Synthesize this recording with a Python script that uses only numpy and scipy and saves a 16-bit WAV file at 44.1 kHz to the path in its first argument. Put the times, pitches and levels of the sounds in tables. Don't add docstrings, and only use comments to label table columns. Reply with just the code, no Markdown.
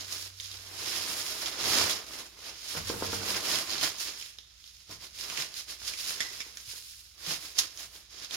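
import sys
import numpy as np
from scipy import signal
from scipy.fft import rfft, irfft, next_fast_len
from scipy.io import wavfile

SR = 44100
rng = np.random.default_rng(int(sys.argv[2]) if len(sys.argv) > 2 else 0)


def file_out(sig):
    cols = np.atleast_2d(sig).T
    lim = np.clip(cols, -1, 1)
    pcm = np.round(lim * 32767).astype(np.int16)
    wavfile.write(sys.argv[1], SR, pcm)


N = 368670
TIME = np.arange(N) / SR

# frequency in Hz, relative level in dB.
WEAVE_TONE = [(1000, -41), (2000, -10), (3000, -2), (4200, 0), (5300, 0), (7000, -2.5), (8500, -6.5),
              (11000, -9.5), (16000, -26)]
FIBRE_TONE = [(5000, -37), (7500, 3.5), (9500, 2.5), (16000, -5)]
CRUMPLE_TONE = [(600, -27.5), (1100, -1), (1500, 0), (2100, 0.5), (2800, -3), (4000, -8), (8000, -13.5)]
TREAD_TONE = [(90, -22.5), (170, -5), (250, -5), (340, 4), (480, 0), (750, 2.5), (1050, 3), (1400, -0.5),
              (2500, -34)]
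CRINKLE_TONE = [(600, -38), (1400, -1.5), (2500, 1), (4000, 3), (7000, 3), (16000, -10)]
BILLOW_TONE = [(30, -23), (70, 1.5), (100, 4.5), (135, -2.5), (200, -3), (280, -17.5), (500, -20.5)]


def sliding_cloth():
    hiss, rasp, sizzle = strokes()
    crumple = from_db(-1.17) * hiss * (rasp / hiss) ** 0.48
    slack = from_db(-13) * hiss * (rasp / hiss) ** 0.76
    heave = np.hypot(slack, from_db(-74.5)) * noise(BILLOW_TONE)
    grip_db = 1.26 * drift(30.5)
    weave = hiss * from_db(-3.5 + grip_db + 0.42 * drift(26)) * noise(WEAVE_TONE)
    fibres = sizzle * from_db(6.5 + grip_db) * noise(FIBRE_TONE)
    panels = crumple * from_db(-0.54 + grip_db + 1.2 * drift(60)) * noise(CRUMPLE_TONE)
    tread = rasp * from_db(-0.7 + grip_db + 0.69 * drift(60)) * noise(TREAD_TONE)
    catches = rasp * from_db(-2.5) * grains(TREAD_TONE, per_s=260, spread_db=3.3)
    buckles = crumple * from_db(-7) * grains(CRUMPLE_TONE, per_s=160, spread_db=3.8)
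    folds = hiss * from_db(-7.5) * grains(CRINKLE_TONE, per_s=420, spread_db=4.8)
    crackle = garage(folds + buckles + catches, near_db=-3, far_db=-17)
    return echoes(weave + fibres + panels + tread) + heave + crackle


# time in seconds, then relative levels of weave hiss, tread rasp and fine sizzle in dB.
LONG_PULLS = [
    [(0.55, -49, -63, -59), (0.582, -54, -68.5, -62), (0.744, -49, -58, -55.5), (0.848, -37.5, -51, -48.5),
     (0.968, -35.5, -51.5, -44.5), (1.052, -40, -52, -49), (1.072, -39, -51.5, -43.5),
     (1.388, -40.5, -54.5, -48), (1.474, -40, -49, -51), (1.5, -46.5, -52.5, -51), (1.566, -41.5, -52, -58),
     (1.682, -30.5, -41, -39), (1.786, -28.5, -37, -38.5), (1.852, -34, -41, -43), (1.91, -32, -47, -41),
     (2.04, -51, -57, -66)],
    [(2.56, -51.5, -75, -66), (2.71, -40.5, -58.5, -48), (2.776, -40, -47, -49), (2.834, -48.5, -59, -57),
     (2.896, -38, -52, -47), (2.964, -47, -54, -50), (3.058, -39.5, -48, -48.5), (3.086, -43, -54, -55),
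     (3.144, -36, -52.5, -43.5), (3.2, -43.5, -53.5, -53), (3.318, -34.5, -43.5, -40),
     (3.362, -35, -42, -45), (3.41, -40, -49, -48), (3.508, -31, -44, -40), (3.6, -34, -46, -44.5),
     (3.66, -47, -54.5, -52)],
]
# crest in seconds, relative hiss level
# in dB, rise in seconds, fall in seconds, rasp against hiss in dB, sizzle against hiss in dB.
SHORT_RUBS = [(0.009, -44, 0.034, 0.057, -11, -12), (0.122, -42.5, 0.071, 0.13, -13.5, -7),
              (0.22, -45.5, 0.07, 0.057, -17.5, -5.5), (0.432, -47.5, 0.059, 0.19, -25, -8.5),
              (2.123, -47.0, 0.075, 0.14, -7, -6), (2.198, -45, 0.047, 0.045, -7.5, -8),
              (2.489, -45, 0.099, 0.067, -10, -12), (3.713, -37, 0.044, 0.19, -10, -12.5),
              (3.836, -30.5, 0.02, 0.05, -9.5, -8.5), (4.01, -37.5, 0.026, 0.066, -19, -6),
              (4.07, -41, 0.018, 0.083, -13, -14), (4.197, -46.5, 0.032, 0.11, -22, -7.5),
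              (4.673, -57, 0.075, 0.23, -29, -9), (4.914, -46.5, 0.02, 0.048, -10, -9.5),
              (5.038, -47.5, 0.032, 0.043, -12.5, -9), (5.207, -41.5, 0.047, 0.088, -28, -9),
              (5.302, -44, 0.084, 0.16, -9, -8.5), (5.405, -35, 0.037, 0.044, -13.5, -10),
              (5.578, -39, 0.03, 0.048, -23, -9.5), (5.704, -43, 0.027, 0.048, -14.5, -8),
              (5.89, -41, 0.071, 0.067, -16, -9), (5.997, -38.5, 0.025, 0.077, -21, -7.5),
              (6.108, -36.5, 0.071, 0.046, -18, -6), (6.225, -42, 0.085, 0.079, -13.5, -12.5),
              (6.36, -46.5, 0.072, 0.15, -14.5, -8.5), (6.585, -52, 0.042, 0.071, -21, -3),
              (6.693, -44.5, 0.036, 0.077, -25, -7), (6.758, -49.5, 0.035, 0.065, -19.5, -3),
              (6.882, -51, 0.086, 0.17, -38, -4), (7.317, -34.5, 0.064, 0.044, -13, -9),
              (7.451, -45.5, 0.11, 0.069, -13, -6), (7.596, -38, 0.033, 0.077, -16, -11.5),
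              (7.806, -44.5, 0.043, 0.062, -12, -5), (7.946, -53, 0.026, 0.067, -9, -4),
              (8.16, -49, 0.047, 0.082, -12.5, -14), (8.246, -44.5, 0.048, 0.028, -15, -14.5),
              (8.344, -39.5, 0.034, 0.076, -12, -13)]


def strokes():
    rest = from_db([-61.5, -82, -77])
    power = np.outer(rest ** 2, np.ones(N))
    pull_fade_s = 0.045
    for pull in LONG_PULLS:
        s, hiss_db, rasp_db, sizzle_db = np.transpose(pull)
        gains = from_db([np.interp(TIME, s, db) for db in (hiss_db - 0.7, rasp_db + 1.35, sizzle_db)])
        outside_s = np.abs(TIME - np.clip(TIME, s[0], s[-1]))
        fade = np.exp(-np.minimum(outside_s / pull_fade_s, 20))
        power += (gains * fade) ** 2
    for s, db, rise, fall, rasp_db, sizzle_db in SHORT_RUBS:
        span = slice(*np.searchsorted(TIME, [s - 4 * rise, s + 4 * fall]))
        from_crest = np.maximum((s - TIME[span]) / rise, (TIME[span] - s) / fall)
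        swell = np.exp(-from_crest ** 1.42)
        power[:, span] += np.outer(from_db([db, db + rasp_db, db + sizzle_db]), swell) ** 2
    return np.sqrt(power)


# crest in seconds, level in dB, rise in seconds, decay in seconds.
CLOTH_JERKS = [(0.125, -33, 0.0025, 0.0081), (1.095, -42, .008, 0.017), (3.838, -38, 0.0088, 0.026),
               (4.01, -42, .004, 0.012), (5.88, -32, .008, 0.009), (7.588, -20, 0.0037, 0.014)]
# frequency in Hz, relative level in dB.
RIP_TONE = [(200, -23.5), (900, -8.5), (2200, -5.5), (3400, 2), (6500, 4.5), (10000, 2.5), (16000, -10)]


def jerks():
    speed = sum(from_db(db) * np.exp(-np.maximum((s - TIME) / rise, (TIME - s) / decay))
                for s, db, rise, decay in CLOTH_JERKS)
    slips = grains(RIP_TONE, per_s=9000, spread_db=0.64)
    return garage(speed * slips, near_db=-7.5, far_db=-38)


# start in seconds, relative level in dB, pitch in Hz.
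CREASE_SNAPS = [(0.008, -24, 6400), (0.1235, -26, 5660), (0.400, -23, 3440), (0.407, -27, 6500),
                (0.515, -26.5, 3700), (1.4595, -16.5, 3400), (3.3047, -19, 4900), (3.704, -19, 4760),
                (3.783, -22, 4100), (3.813, -19.5, 3150), (3.985, -26, 6200), (4.213, -26, 3080),
                (4.225, -27.5, 2540), (4.261, -35, 2700), (4.386, -28, 3570), (4.641, -37, 3450),
                (4.676, -38, 3800), (5.30, -22.5, 2710), (5.3747, -17, 2100), (5.541, -25, 4830),
                (5.818, -29, 1500), (5.937, -21.5, 2300), (6.107, -21, 1700), (6.572, -25.5, 6200),
                (7.7745, -29, 6030), (8.3098, -24.5, 3600)]
# start in seconds, relative level in dB, pitch in Hz, ring time (t60) in seconds.
HEM_SLAPS = [(6.205, -16.5, 1970, 0.011), (6.4045, -25.5, 2160, 0.0072), (6.413, -34, 2600, 0.0053),
             (6.571, -36, 1550, 0.0056)]


def snaps_and_slaps(crease_t60=0.0036):
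    creases = [(*row, crease_t60) for row in CREASE_SNAPS]
    snaps = from_db(-4) * flicks(creases, crack_t60=0.0065, crack_db=-5)
    slaps = from_db(-3) * flicks(HEM_SLAPS, crack_t60=0.013, crack_db=-3)
    return garage(snaps, near_db=-3, far_db=-2) + garage(slaps, near_db=2, far_db=-4.5, near_t60=0.1)


def flicks(rows, crack_t60, crack_db):
    out, t = np.zeros((2, N)), TIME[:SR // 10]
    cracks = colour(rng.standard_normal((2, N)), CRINKLE_TONE)
    for k, (s, db, hz, ring_t60) in enumerate(rows):
        ring = np.sin(2 * np.pi * hz * t - [[np.pi / 3], [0]]) * from_db(-60 * t / ring_t60)
        crack = cracks[:, k * len(t):(k + 1) * len(t)] * from_db(crack_db - 60 * t / crack_t60)
        add(out, s, from_db(db) * (ring + crack))
    return out


# start in seconds, relative level in dB.
WHEEL_KNOCKS = [(2.751, -32.5), (2.8985, -24), (2.939, -31.5), (3.023, -25), (3.130, -24), (3.216, -33.5),
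                (3.364, -33.5), (4.895, -46.5), (6.465, -48.5), (6.735, -50)]
# pitch in Hz, relative level in dB, ring time (t60) in seconds.
WHEEL_MODES = [(99, -24.5, 0.35), (198.6, -23.5, 1.1), (230, -32, 0.11), (311, -8.5, 0.069),
               (390, -1.5, 0.032), (453, -7.5, 0.077), (557, -16, 0.053), (727, -13, 0.076),
               (902, -7, 0.087), (1060, -17, 0.12), (1380, -21, 0.071), (1670, -26, 0.035)]
# frequency in Hz, relative level in dB.
TOCK_TONE = [(200, -48), (500, 13), (800, 11), (1600, 14), (2000, -25), (4000, -42)]


def wheel_knocks(tock_t60=0.046):
    out, t = np.zeros((2, N)), TIME[:SR]
    contact = noise(TOCK_TONE)
    for s, db in WHEEL_KNOCKS:
        vary_db = 1.8 * rng.standard_normal(len(WHEEL_MODES))
        ring = np.zeros(len(t))
        for k, (hz, mode_db, t60) in enumerate(WHEEL_MODES):
            polarity = (-1) ** (k // 3)
            ring += polarity * from_db(mode_db + vary_db[k] - 60 * t / t60) * np.sin(2 * np.pi * hz * t)
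        start = int(s * SR)
        tock = contact[:, start:start + len(t)] * from_db(-1.5 - 60 * t / tock_t60)
        add(out, s, from_db(db) * (ring + tock))
    return from_db(-5.5) * garage(out, near_db=-25, far_db=-3.5)


# start in seconds, level in dB, pitch in Hz.
RUBBER_BUMPS = [(1.70, -46, 169), (1.756, -40, 238), (1.833, -41, 90), (2.765, -45.5, 161),
                (2.805, -42, 88), (5.386, -50, 137), (5.825, -56, 104), (6.675, -53, 110),
                (7.274, -44.5, 167), (7.306, -48.5, 145)]


def bumps(swell_s=0.0093):
    out, t = np.zeros((2, N)), TIME[:SR // 4]
    envelope = t / swell_s * np.exp(1 - t / swell_s)
    for s, db, hz in RUBBER_BUMPS:
        add(out, s, from_db(db) * envelope * np.sin(2 * np.pi * hz * t))
    return garage(out, near_db=-17, far_db=-8.5)


# start in seconds, time to release in seconds, relative level in dB.
TIRE_ROLLS = [(2.76, 0.31, -52.5), (4.885, 0.053, -65)]
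# frequency in Hz, relative level in dB.
RUMBLE_TONE = [(15, -11), (30, 8), (60, -29), (80, -10), (97, 18), (120, -47), (200, -32), (400, -35)]


def rolling(attack_s=0.02, release_db_per_s=44):
    envelope = np.zeros(N)
    for s, length, db in TIRE_ROLLS:
        attack = np.clip((TIME - s) / attack_s, 0, 1)
        envelope += attack * from_db(db - release_db_per_s * np.maximum(TIME - s - length, 0))
    wobble = from_db(2 * drift(25))
    return envelope * wobble * (noise(RUMBLE_TONE) + from_db(3) * noise(BILLOW_TONE))


# frequency in Hz, relative level in dB.
AIR_TONE = [(20, -4), (60, 13), (110, 9.5), (170, -15), (280, -22), (700, -48), (3000, -36), (16000, -21)]


def room_tone(hum_hz=58.8, drone_hz=93.6, drone_hold_s=0.8, fade_db_per_s=42):
    hum = from_db(-70 + drift(4.3)) * np.sin(2 * np.pi * hum_hz * TIME)
    drone_level = from_db(-60 - fade_db_per_s * np.maximum(TIME - drone_hold_s, 0))
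    drone = drone_level * np.sin(2 * np.pi * drone_hz * TIME + 0.56 * drift(1.9))
    return np.sqrt(2) * (hum + drone) + from_db(-70) * noise(AIR_TONE)


# left delay in ms, right delay in ms, level in dB.
REFLECTIONS = [(3.7, 3.4, -18.5), (6.1, 6.9, -20.5), (9.4, 7.6, -10.5), (13.3, 14.9, -15)]


def echoes(x):
    out = x.copy()
    for left_ms, right_ms, db in REFLECTIONS:
        for side, ms in enumerate((left_ms, right_ms)):
            out[side] += from_db(db) * np.interp(TIME - ms / 1000, TIME, x[side], left=0)
    return out


def garage(x, near_db, far_db, near_t60=0.045, far_t60=0.58):
    t = TIME[:SR // 2]
    near, far = rng.standard_normal((2, 2, len(t)))
    near = near * from_db(-60 * t / near_t60) * (t > .001)
    far = far * from_db(-60 * t / far_t60) * (t > .008)
    response = (from_db(near_db) * rms_one(near) + from_db(far_db) * rms_one(far)) / np.sqrt(len(t))
    return x + convolve(x, response)


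# frequency in Hz, left-right likeness from 0 to 1.
STEREO_LIKENESS = [(60, 0.63), (300, 1), (700, 0.36), (2000, 0.39), (3500, 0.13), (16000, .02)]


def noise(tone):
    size = next_fast_len(N, True)
    hz = np.fft.rfftfreq(size, 1 / SR)
    alike = np.clip(at_hz(STEREO_LIKENESS, hz), 0, 1)
    mid, side = rfft(rng.standard_normal((2, size)))
    stereo = np.sqrt(1 + alike) * mid + np.sqrt(1 - alike) * side * [[1], [-1]]
    return rms_one(irfft(stereo * from_db(at_hz(tone, hz)), size)[:, :N])


def grains(tone, per_s, spread_db):
    at = np.flatnonzero(rng.random(N) < per_s / SR)
    size = from_db(spread_db * np.minimum(rng.exponential(1, N), 3.4)) * rng.choice([-1, 1], N)
    lag = rng.integers(-9, 10, N)
    clicks = np.zeros((2, N))
    clicks[0, at] = size[at]
    clicks[1, (at + lag[at]) % N] = size[at]
    return rms_one(colour(clicks, tone))


def drift(rate_hz, hop=20):
    pole = np.exp(-2 * np.pi * rate_hz * hop / SR)
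    white = rng.standard_normal(2 * N // hop)
    slow = signal.lfilter([1], [1, -2 * pole, pole * pole], white)[-(N // hop):]
    return np.interp(np.arange(N) / hop, np.arange(len(slow)), rms_one(slow))


def colour(x, tone, column=1, size=4096):
    gain = from_db(at_hz(tone, np.fft.rfftfreq(size, 1 / SR), column))
    cepstrum = irfft(np.log(gain))
    cepstrum[1:size // 2] *= 2
    cepstrum[size // 2 + 1:] = 0
    return convolve(x, irfft(np.exp(rfft(cepstrum))))


def at_hz(points, hz, column=1):
    table = np.array(points)
    return np.interp(np.log(hz + 1), np.log(table[:, 0]), table[:, column])


def convolve(x, response):
    return signal.fftconvolve(np.atleast_2d(x), np.atleast_2d(response), axes=1)[:, :N]


def add(out, s, sound):
    start = int(np.clip(s * SR, 0, N - 1))
    out[:, start:start + sound.shape[-1]] += sound[..., :N - start]


def from_db(db):
    return 10 ** (np.asarray(db) / 20)


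def rms_one(x):
    return x / np.sqrt(np.mean(x ** 2) + 1e-20)


def scene():
    cloth = sliding_cloth() + jerks() + snaps_and_slaps()
    wheel = bumps() + wheel_knocks() + rolling()
    return cloth + wheel + room_tone()


# frequency in Hz, left gain in dB, right gain in dB.
PORT_EQ = [(500, 1, 2.5), (740, -0.5, -3), (1510, -1, 0.5), (2530, 1.5, 4), (4460, 0.5, 8), (5400, 0, 11.5),
           (5780, 1, 4.5), (6780, -3, 8), (7790, -7.5, -8), (8600, -6, -5.5), (10550, -1, 0),
           (12300, -0.5, -1.5), (13900, -1, -9.5), (16200, -2, -26)]


def record(dry, cutoff_hz=15900):
    heard = np.vstack([colour(dry[0], PORT_EQ, column=1), colour(dry[1], PORT_EQ, column=2)])
    return signal.sosfilt(signal.ellip(12, .1, 80, cutoff_hz, fs=SR, output="sos"), heard)


dry = scene()
out = record(dry)
file_out(out)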